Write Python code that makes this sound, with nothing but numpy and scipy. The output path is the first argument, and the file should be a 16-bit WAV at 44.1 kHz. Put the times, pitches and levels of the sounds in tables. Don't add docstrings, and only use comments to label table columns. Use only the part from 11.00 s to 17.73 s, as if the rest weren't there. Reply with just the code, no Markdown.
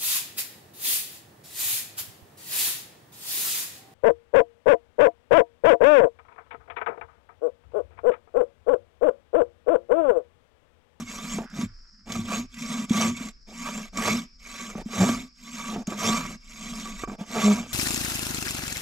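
import sys
import numpy as np
from scipy import signal
from scipy.fft import rfft, irfft, next_fast_len
from scipy.io import wavfile
from scipy.ndimage import uniform_filter1d, map_coordinates

SR = 44100
rng = np.random.default_rng(int(sys.argv[2]) if len(sys.argv) > 2 else 0)


def dump(signal):
    limited = np.clip(np.atleast_2d(signal).T, -1, 1)
    pcm = np.round(limited * 32767).astype(np.int16)
    wavfile.write(sys.argv[1], SR, pcm)


def convert_level_to_amplitude(level_db):
    exponent = np.asarray(level_db, float) / 20
    return 10 ** exponent


N = 296793
STEP_S = .002


def unit(x):
    return x / np.sqrt(np.mean(x ** 2) + 1e-20)


def along(points, hz):
    f, v = np.transpose(points)
    return np.interp(np.log(hz + 1), np.log(f + 1), v)


def wobble(rate):
    knots = rng.standard_normal(int(N * rate / SR) + 4)
    return map_coordinates(knots, [np.arange(N) * rate / SR])


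def filtered(x, response):
    m = next_fast_len(N + SR // 2)
    return irfft(rfft(x, m) * response(np.fft.rfftfreq(m, 1 / SR)), m)[..., :N]


def modes(table, turn=-1):
    def response(f):
        total_response = 0
        for k, (centre, width, db) in enumerate(table):
            damping = 1j * f * width
            total_response = total_response + turn ** k * convert_level_to_amplitude(db) * damping / (centre * centre - f * f + damping)
        return total_response
    return response


def grains(rate, spread_db, clump_db):
    snaps = rng.random(N) < rate / SR
    size = convert_level_to_amplitude(spread_db * rng.exponential(size=N) + clump_db * wobble(90))
    return unit(snaps * size * rng.standard_normal(N))


def arch(at, rise, fall, db, edge_db, square, slope_db=None):
    t = np.arange(0, N / SR + STEP_S, STEP_S) - at[:, None]
    progress = np.where(t < 0, t / np.abs(rise)[:, None], t / np.abs(fall)[:, None])
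    off_peak = np.abs(progress)
    loss_db = edge_db * off_peak ** np.where(t < 0, *np.broadcast_to(square, 2))
    if slope_db is not None:
        rounding = .25
        loss_db = loss_db + slope_db * (np.hypot(progress, rounding) - rounding)
        loss_db = np.minimum(loss_db, 19 + 17 * off_peak)
    return db[:, None] - np.minimum(loss_db, 200), np.clip(progress, -1, 1)


def hump(at, half, db, edge_db, square):
    return arch(at, half, half, db, edge_db, square)[0]


def swing_arch(at, rise, fall, swing_db):
    return arch(at, rise, fall, swing_db, edge_db=21.5, square=5.28, slope_db=7.5)[0]


# fastest_s, rise_s, fall_s, rasp_db, swing_db
PULL_STROKES = [(-.01, .1, 0.064, -35.5, -35), (0.612, 0.11, 0.068, -38, -29.5),
                (1.141, 0.092, 0.14, -36.5, -33), (1.352, .13, .11, -31, -32),
                (2.02, 0.159, 0.13, -25.5, -26), (3.079, .17, .18, -27, -30),
                (4.04, 0.191, .24, -29, -32.5), (5.07, .15, 0.24, -26.5, -30), (6.44, .2, .26, -28.5, -33)]


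def pull():
    at, rise, fall, rasp_db, swing_db = np.transpose(PULL_STROKES)
    rasp, u = arch(at, rise, fall, rasp_db, edge_db=21.5, square=(2.7, 2.7), slope_db=14)
    swing = swing_arch(at, rise, fall, swing_db) + 5.5 * u
    return rasp, rasp - 5 - 2 * u, rasp - 6, swing, 225.3 + 21.94 * u


# centre_s, half_length_s, level_db
STUMP_JOLTS = [(0.0, 0.075, -37.5), (.645, 0.1, -36.5), (1.191, 0.123, -32.5), (1.409, .12, -44),
               (2.066, 0.18, -37), (3.093, 0.16, -38.5), (4.02, 0.071, -29), (4.12, .14, -42),
               (5.086, 0.12, -37), (5.299, 0.096, -47), (6.5, 0.37, -47.5)]


def jolts():
    return hump(*np.transpose(STUMP_JOLTS), edge_db=24, square=1.43)


# fastest_s, rise_s, fall_s, rasp_db, swing_db
PUSH_STROKES = [(.14, .11, 0.1576, -39, -39), (.34, 0.17, .065, -36.5, -40),
                (1.74, 0.23, 0.15, -36.5, -32.5), (2.2, 0.091, .12, -40, -40),
                (2.69, 0.21, 0.21, -38, -39.5), (3.6, 0.21, .17, -39, -45.5), (4.68, .32, .105, -39, -39),
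                (5.29, 0.11, 0.0803, -40.5, -36), (5.76, .35, .25, -39.5, -40),
                (6.02, 0.078, 0.036, -40, -45.5), (6.21, .025, 0.029, -47.5, -45.5),
                (6.74, 0.087, 0.052, -41, -43.5)]


def push():
    at, rise, fall, rasp_db, swing_db = np.transpose(PUSH_STROKES)
    rasp, u = arch(at, rise, fall, rasp_db, edge_db=18.5, square=(3.5, 5.4), slope_db=7)
    swing = swing_arch(at, rise, fall, swing_db) + 5 * u
    shake = rasp - 26.5 + 4.5 * u
    return rasp, rasp - 11 + 7.5 * u, rasp - 7 + 3.5 * u, swing, 225.3 - 15.5 * u, shake


# centre_s, half_length_s, tear_db, swing_db
TURN_BINDS = [(0.41, 0.054, -43.5, -38.5), (3.792, .042, -39.5, -37), (4.03, 0.026, -63, -36),
              (4.775, 0.061, -40.5, -34.5), (4.025, 0.027, -25, -37.5), (6.385, .035, -29.5, -35),
              (4.92, .045, -33, -36), (6.12, .045, -41, -42), (6.6, 0.072, -42, -44),
              (6.214, 0.041, -47, -42.5), (0.987, .06, -72, -60.5), (2.51, .04, -50, -47.5),
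              (1.09, 0.028, -44.5, -51)]


def bind():
    at, half, tear_db, swing_db = np.transpose(TURN_BINDS)
    tear = hump(at, half, tear_db, edge_db=12, square=4.46)
    swing = tear + (swing_db - tear_db)[:, None]
    return tear - 9.5, tear, tear - 11, swing, 212 + 0 * tear


# centre_s, half_length_s, level_db
BLADE_FLARES = [
    (1.33, .04, -38.5),
    (2.67, .04, -37),
    (2.998, .03, -35),
    (4.047, 0.047, -32),
    (4.61, 0.046, -41.5),
    (5.008, .03, -36),
    (5.178, 0.067, -33.5),
    (6.54, 0.065, -36),
]


def flare():
    return hump(*np.transpose(BLADE_FLARES), edge_db=9, square=2.3)


# centre_s, half_length_s, level_db, pitch_hz
LOCKED_SWINGS = [
    (4.024, 0.03007, -17, 186),
    (4.065, .025, -25, 241),
    (6.49, 0.0564, -15.5, 207),
    (3.13, 0.033, -25.5, 225),
    (5.12, 0.043, -26, 218),
]


def lock():
    at, half, level_db, pitch_hz = np.transpose(LOCKED_SWINGS)
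    swing = hump(at, half, level_db, edge_db=14, square=4)
    return swing, pitch_hz[:, None] + 0 * swing


def per_sample(steps):
    return np.interp(np.arange(N) / SR, np.arange(len(steps)) * STEP_S, steps)


def total(*levels_db):
    power = sum((convert_level_to_amplitude(db) ** 2).sum(axis=0) for db in levels_db)
    return per_sample(10 * np.log10(power + 1e-10))


def motion():
    pull_rasp, pull_tear, pull_ring, pull_swing, pull_hz = pull()
    push_rasp, push_tear, push_ring, push_swing, push_hz, push_shake = push()
    bind_rasp, bind_tear, bind_ring, bind_swing, bind_hz = bind()
    lock_swing, lock_hz = lock()
    rasp = total(push_rasp, pull_rasp, bind_rasp)
    tear = total(push_tear, pull_tear, bind_tear)
    ring = total(push_ring, pull_ring, bind_ring, flare())
    thud = total(jolts(), push_shake)
    swings = np.vstack([push_swing, pull_swing, bind_swing, lock_swing])
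    notes = np.vstack([push_hz, pull_hz, bind_hz, lock_hz])
    weight = convert_level_to_amplitude(swings) ** 2
    note = per_sample((weight * notes).sum(axis=0) / weight.sum(axis=0))
    return rasp, tear - rasp, ring - rasp, thud, total(swings), note


def patchy(x, depth_db, rise):
    z = signal.stft(x, nperseg=256)[2]
    field = uniform_filter1d(rng.standard_normal(z.shape), size=2, axis=0)
    field = uniform_filter1d(field, size=9, axis=1)
    row, col = np.indices(z.shape)
    field = map_coordinates(field, [(row - rise * col) % len(z), col], order=1)
    return signal.istft(z * convert_level_to_amplitude(depth_db * unit(field)), nperseg=256)[1][:N]


def squeaks(count, life):
    when, pitch, glide, size, span = rng.random((count, 5)).T[..., None]
    t = np.arange(SR // 20) / SR
    u = np.clip(t / (life * (0.4 + span)), 0, 1)
    hz = 1800 * (8300 / 1800) ** pitch
    wave = np.sin(np.pi * u) ** 2 * np.sin(2 * np.pi * hz * t * (1 + 4.82 * (glide - .25) * t))
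    wave *= 1 + 0.84 * np.sin(2 * np.pi * (150 + 400 * size) * t)
    at = (when * N).astype(int) + np.arange(len(t))
    return unit(np.bincount(at.ravel(), (convert_level_to_amplitude(7.6 * size ** 2) * wave).ravel())[:N])


# freq_hz, level_db per Hz
RASP_COLOUR = [(760, -38), (1300, -15), (1600, -8), (1790, -12.5), (2320, -1.5), (2890, -7.5), (3550, -4),
               (4510, -9.5), (6350, -4), (7570, -4.5), (8050, -8), (8840, -25), (9700, -19), (12300, -17),
               (15500, -53)]
# pitch_hz, width_hz, level_db
STEEL_MODES = [(1964, 92, 1.5), (2236, 32, 15), (3620, 27, -7.5), (6100, 20, -8), (6570, 5.1, 14),
               (7550, 40, 13.5)]


def hiss(teeth, rasp_db, tear_db):
    light = np.clip((-33 - rasp_db) / 12, .3, 1)
    source = teeth + 0.31 * light * squeaks(count=1100, life=0.036)
    steel = modes(STEEL_MODES)
    out = unit(filtered(source, lambda hz: convert_level_to_amplitude(along(RASP_COLOUR, hz)) * (1 + 0.65 * steel(hz))))
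    dull = convert_level_to_amplitude(-.6 * np.clip(tear_db + 0.5, 0, 20))
    top = filtered(out, lambda hz: 1 / (1 + (7800 / (hz + 1)) ** 12))
    return out + (dull - 1) * top


# pitch_hz, width_hz, level_db
BLADE_MODES = [(985, 50, -11), (1155, 30, 0), (1235, 60, -13), (1570, 45, -14), (2330, 80, -10)]
# pitch_hz, width_hz, level_db
WOOD_MODES = [(342.6, 57, 2.5), (440, 75, 3.5), (691, 170, 2), (911, 61, -1.5)]
# pitch_hz, width_hz, level_db
STUMP_MODES = [(101.2, 35, 0)]


def saw(rasp_db, tear_db, ring_db, thud_db):
    tear_db = tear_db + 1.5 * wobble(14)
    ring_db = ring_db + 1.2 * wobble(14)
    rasp_db = rasp_db + .6 * wobble(30)
    rasp_db = rasp_db - 2 * np.clip(-61 - rasp_db, 0, 20)
    teeth = unit(patchy(grains(8000, spread_db=1.8, clump_db=1.2), depth_db=3.7, rise=.25))
    chunks = 0.55 * teeth + grains(2500, spread_db=0.0, clump_db=3.0)
    wood = modes(WOOD_MODES)
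    tear = unit(filtered(chunks, lambda hz: wood(hz) * hz ** 2 / (hz ** 2 + 260 ** 2)))
    ring = unit(filtered(chunks, modes(BLADE_MODES, turn=0.89)))
    thud = unit(filtered(chunks, lambda hz: modes(STUMP_MODES)(hz) ** 2))
    cut = convert_level_to_amplitude(-1.44) * hiss(teeth, rasp_db, tear_db)
    cut = cut + convert_level_to_amplitude(tear_db - 2.78) * tear + convert_level_to_amplitude(ring_db + 0.3) * ring
    return convert_level_to_amplitude(rasp_db) * cut + convert_level_to_amplitude(thud_db - 3.5) * thud


# pitch_hz, width_hz, level_db
BRANCH_MODES = [(172.4, 67.7, -4), (218, 61.5, 0), (250.6, 43.4, -1)]


def branch(thud_db, db, hz):
    hard = np.clip((db + 31) / 16, 0, 1)
    db = db + 2.5 * (1 - hard) * wobble(22)
    turn = 2 * np.pi * np.cumsum(hz * (1 + .04 * (1 - hard) * wobble(40))) / SR
    slap = 0.2 * np.cos(2 * turn) + 0.085 * np.cos(3 * turn) + 0.0073 * np.cos(4 * turn)
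    alternate = 1 + np.clip(convert_level_to_amplitude(thud_db - db + 1), 0, .25 + .35 * hard) * np.cos(turn / 2)
    unsteady = convert_level_to_amplitude(3.5 * (1 - hard) * np.tanh(wobble(45)))
    tone = np.sqrt(2) * alternate * (np.cos(turn) + hard ** 2 * slap) * unsteady
    rattle = grains(3000, spread_db=.8, clump_db=1.5)
    loose = unit(filtered(rattle, lambda hz: modes(BRANCH_MODES)(hz) ** 2))
    share = np.clip(.6 + .45 * hard, 0, 1)
    return convert_level_to_amplitude(db) * (np.sqrt(share) * tone + np.sqrt(1 - share) * loose)


# freq_hz, likeness (0 to 1)
FAR_LIKENESS = [(40, 0.94), (130, 0.29), (400, 0.1), (3000, .1), (6000, 0.77)]


def far(spectrum, patchy_db):
    pair = rng.standard_normal((2, N)) * convert_level_to_amplitude(patchy_db * wobble(6))

    def mid_side(hz):
        turn = np.arccos(np.clip(along(FAR_LIKENESS, hz), -1, 1)) / 2
        return convert_level_to_amplitude(along(spectrum, hz)) * np.array([np.cos(turn), np.sin(turn)])

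    mid, side = filtered(pair, mid_side)
    return unit(np.array([mid + side, mid - side]))


# freq_hz, level_db per Hz
RUMBLE_COLOUR = [(12, -30), (20, 0), (45, -5), (57, -14), (76, -30), (200, -30), (350, -37), (866, -52),
                 (1250, -43), (1750, -42), (2300, -56), (3500, -62), (5200, -90)]


def rumble():
    return convert_level_to_amplitude(-51) * far(RUMBLE_COLOUR, patchy_db=3.0)


# freq_hz, level_db per Hz
INSECT_COLOUR = [(3000, -50), (3900, -27), (4500, -11), (4950, -2), (5300, 0), (5550, -4), (5950, -20),
                 (7800, -27), (8700, -42), (12000, -48), (15000, -70)]


def insects():
    return convert_level_to_amplitude(-60 + 1.3 * wobble(60)) * far(INSECT_COLOUR, patchy_db=1.2)


# time_s, level_db
CLOTH_LEVEL = [
    (.3, -80),
    (.46, -53),
    (.6, -55),
    (.75, -69),
    (.95, -68.5),
    (1.2, -82),
]


def cloth():
    rub = grains(5000, spread_db=3.0, clump_db=1.0)
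    rub = filtered(rub, lambda hz: modes([(1500, 900, 0)])(hz) ** 2)
    time_s, level_db = np.transpose(CLOTH_LEVEL)
    return convert_level_to_amplitude(np.interp(np.arange(N) / SR, time_s, level_db)) * unit(rub)


# start_s, peak_db, blade_ring_db over peak
STUMP_KNOCKS = [
    (0.386, -19, -20),
    (3.753, -27.5, -13),
    (4.728, -34, -8.5),
    (4.762, -23, -13),
    (4.922, -23.5, -4),
    (6.036, -19.5, -5),
    (6.076, -28, -8),
    (6.097, -31.5, -0.5),
    (6.118, -29.5, -12),
]


def knocks():
    out, t = np.zeros(N + SR), np.arange(SR // 8) / SR
    for start_s, peak_db, ring_db in STUMP_KNOCKS:
        wood, steel = 0, 0
        for hz, width, level in WOOD_MODES:
            wood = wood + convert_level_to_amplitude(level + rng.normal(0, 0.53) - 60 * t / 0.016) * np.sin(2 * np.pi * hz * t)
        for hz, width, level in BLADE_MODES:
            steel = steel + convert_level_to_amplitude(level + ring_db - 60 * t / 0.06) * np.sin(2 * np.pi * hz * t)
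        onset = 1 - np.exp(-t / .0006)
        out[round(start_s * SR):][:len(t)] += convert_level_to_amplitude(peak_db) * (convert_level_to_amplitude(-3) * wood + steel) * onset
    return out[:N]


# start_s, peak_db, pitch_hz
TOOTH_CATCHES = [(0.405, -22, 219), (0.589, -14, 223), (0.631, -16.5, 207), (1.191, -18.5, 210),
                 (1.393, -21, 246.4), (1.907, -6, 222), (2.207, -23.5, 240), (2.976, -22.5, 229),
                 (3.754, -28.5, 198.7), (3.859, -22, 218), (4.093, -12.5, 242.9), (4.2, -29, 233),
                 (4.877, -17, 207.4), (6.083, -23, 222), (6.21, -21.5, 207.7)]


def catches():
    out, t = np.zeros(N + SR), np.arange(SR // 8) / SR
    for start_s, peak_db, hz in TOOTH_CATCHES:
        swell = convert_level_to_amplitude(peak_db + 6.5 - 60 * t / 0.049) * (1 - np.exp(-t / 0.0048))
        out[round(start_s * SR):][:len(t)] += swell * np.sin(2 * np.pi * hz * t)
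    return out[:N]


# start_s, peak_db, pitch_hz
TOOTH_TICKS = [(0.5003, -41, 5300), (0.6453, -34, 2240), (1.0755, -45, 5240), (1.1212, -17, 3430),
               (1.542, -30.5, 7370), (1.6218, -23, 2250), (1.8958, -21.5, 3380), (2.2864, -26.5, 7200),
               (2.485, -43.5, 2267), (2.9723, -15, 7475), (4.871, -22.5, 6570), (4.9032, -26, 2087)]


def ticks():
    out, t = np.zeros(N + SR), np.arange(SR // 20) / SR
    for start_s, peak_db, hz in TOOTH_TICKS:
        ping = np.sin(2 * np.pi * hz * t) + 2.54 * rng.standard_normal(len(t))
        out[round(start_s * SR):][:len(t)] += convert_level_to_amplitude(peak_db - 9.0 - 60 * t / 0.041) * ping
    return filtered(out[:N], lambda hz: convert_level_to_amplitude(along(RASP_COLOUR, hz)))


# centre_s, half_length_s
BLADE_STALLS = [
    (1.872, .016),
    (2.91, .02),
    (3.838, .012),
    (4.85, .013),
    (6.172, .014),
]


def stalls():
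    t = np.arange(N) / SR
    return convert_level_to_amplitude(-12.5 * sum(np.exp(-((t - at) / half) ** 4) for at, half in BLADE_STALLS))


# freq_hz, t60_s
TREE_DECAY = [(200, 0.067), (2000, 0.49), (10000, 0.11)]


def trees(near):
    size = SR // 3
    hz, t, z = signal.stft(rng.standard_normal((2, size)), SR, nperseg=256)
    tail = signal.istft(z * convert_level_to_amplitude(-60 * t / along(TREE_DECAY, hz)[:, None]), SR, nperseg=256)[1]
    tail = tail / np.linalg.norm(tail[0])
    late = np.pad(near, (500, 0))[None]
    return convert_level_to_amplitude(-22.0) * signal.fftconvolve(late, tail, axes=1)[:, :N]


# freq_hz, likeness (0 to 1)
NEAR_LIKENESS = [(350, .999), (700, .97), (1500, .95), (3000, .88), (9000, .88), (11500, .6), (12500, 0)]
# freq_hz, level_db
PORT_LEAN = [(200, 0), (380, -1), (700, -2), (1290, -3), (2400, -4), (4400, -2), (6000, 0), (9000, 1),
             (14000, -1)]
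# freq_hz, phase_rad
PORT_LEAD = [(200, 0), (1000, -.42), (1600, -.5), (2600, -1.4), (3400, -1.15), (4200, -1.6), (4650, .8),
             (5200, .25), (6000, 0), (8500, -.15), (10000, 0)]


def ports(x):
    side = np.array([[.5], [-.5]])
    direct = filtered(np.array([x, x]), lambda hz: convert_level_to_amplitude(side * along(PORT_LEAN, hz))
                      * np.exp(1j * side * along(PORT_LEAD, hz)))
    hz, t, z = signal.stft(direct, SR, nperseg=256)
    stray = np.sqrt((1 - along(NEAR_LIKENESS, hz)) / 2)[:, None]
    z = z * (1 + stray * (rng.standard_normal(z.shape) + 1j * rng.standard_normal(z.shape)))
    return signal.istft(z, SR, nperseg=256)[1][:, :N]


def scene():
    rasp_db, tear_db, ring_db, thud_db, swing_db, note_hz = motion()
    sawing = saw(rasp_db, tear_db, ring_db, thud_db) + branch(thud_db, swing_db, note_hz)
    near = sawing * stalls() + cloth() + knocks() + catches() + ticks()
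    return ports(near) + trees(near) + rumble() + insects()


def low_pass(x):
    return signal.sosfilt(signal.butter(12, 15250, fs=SR, output="sos"), x)


# freq_hz, level_db
HOUSING_TOP = [(8550, 0), (8800, -7), (9050, 0), (15100, -3), (15250, -70)]


def record(dry):
    mix = filtered(dry, lambda hz: convert_level_to_amplitude(along(HOUSING_TOP, hz)))
    return low_pass(mix)


dry = scene()
out = record(dry)
dump(out)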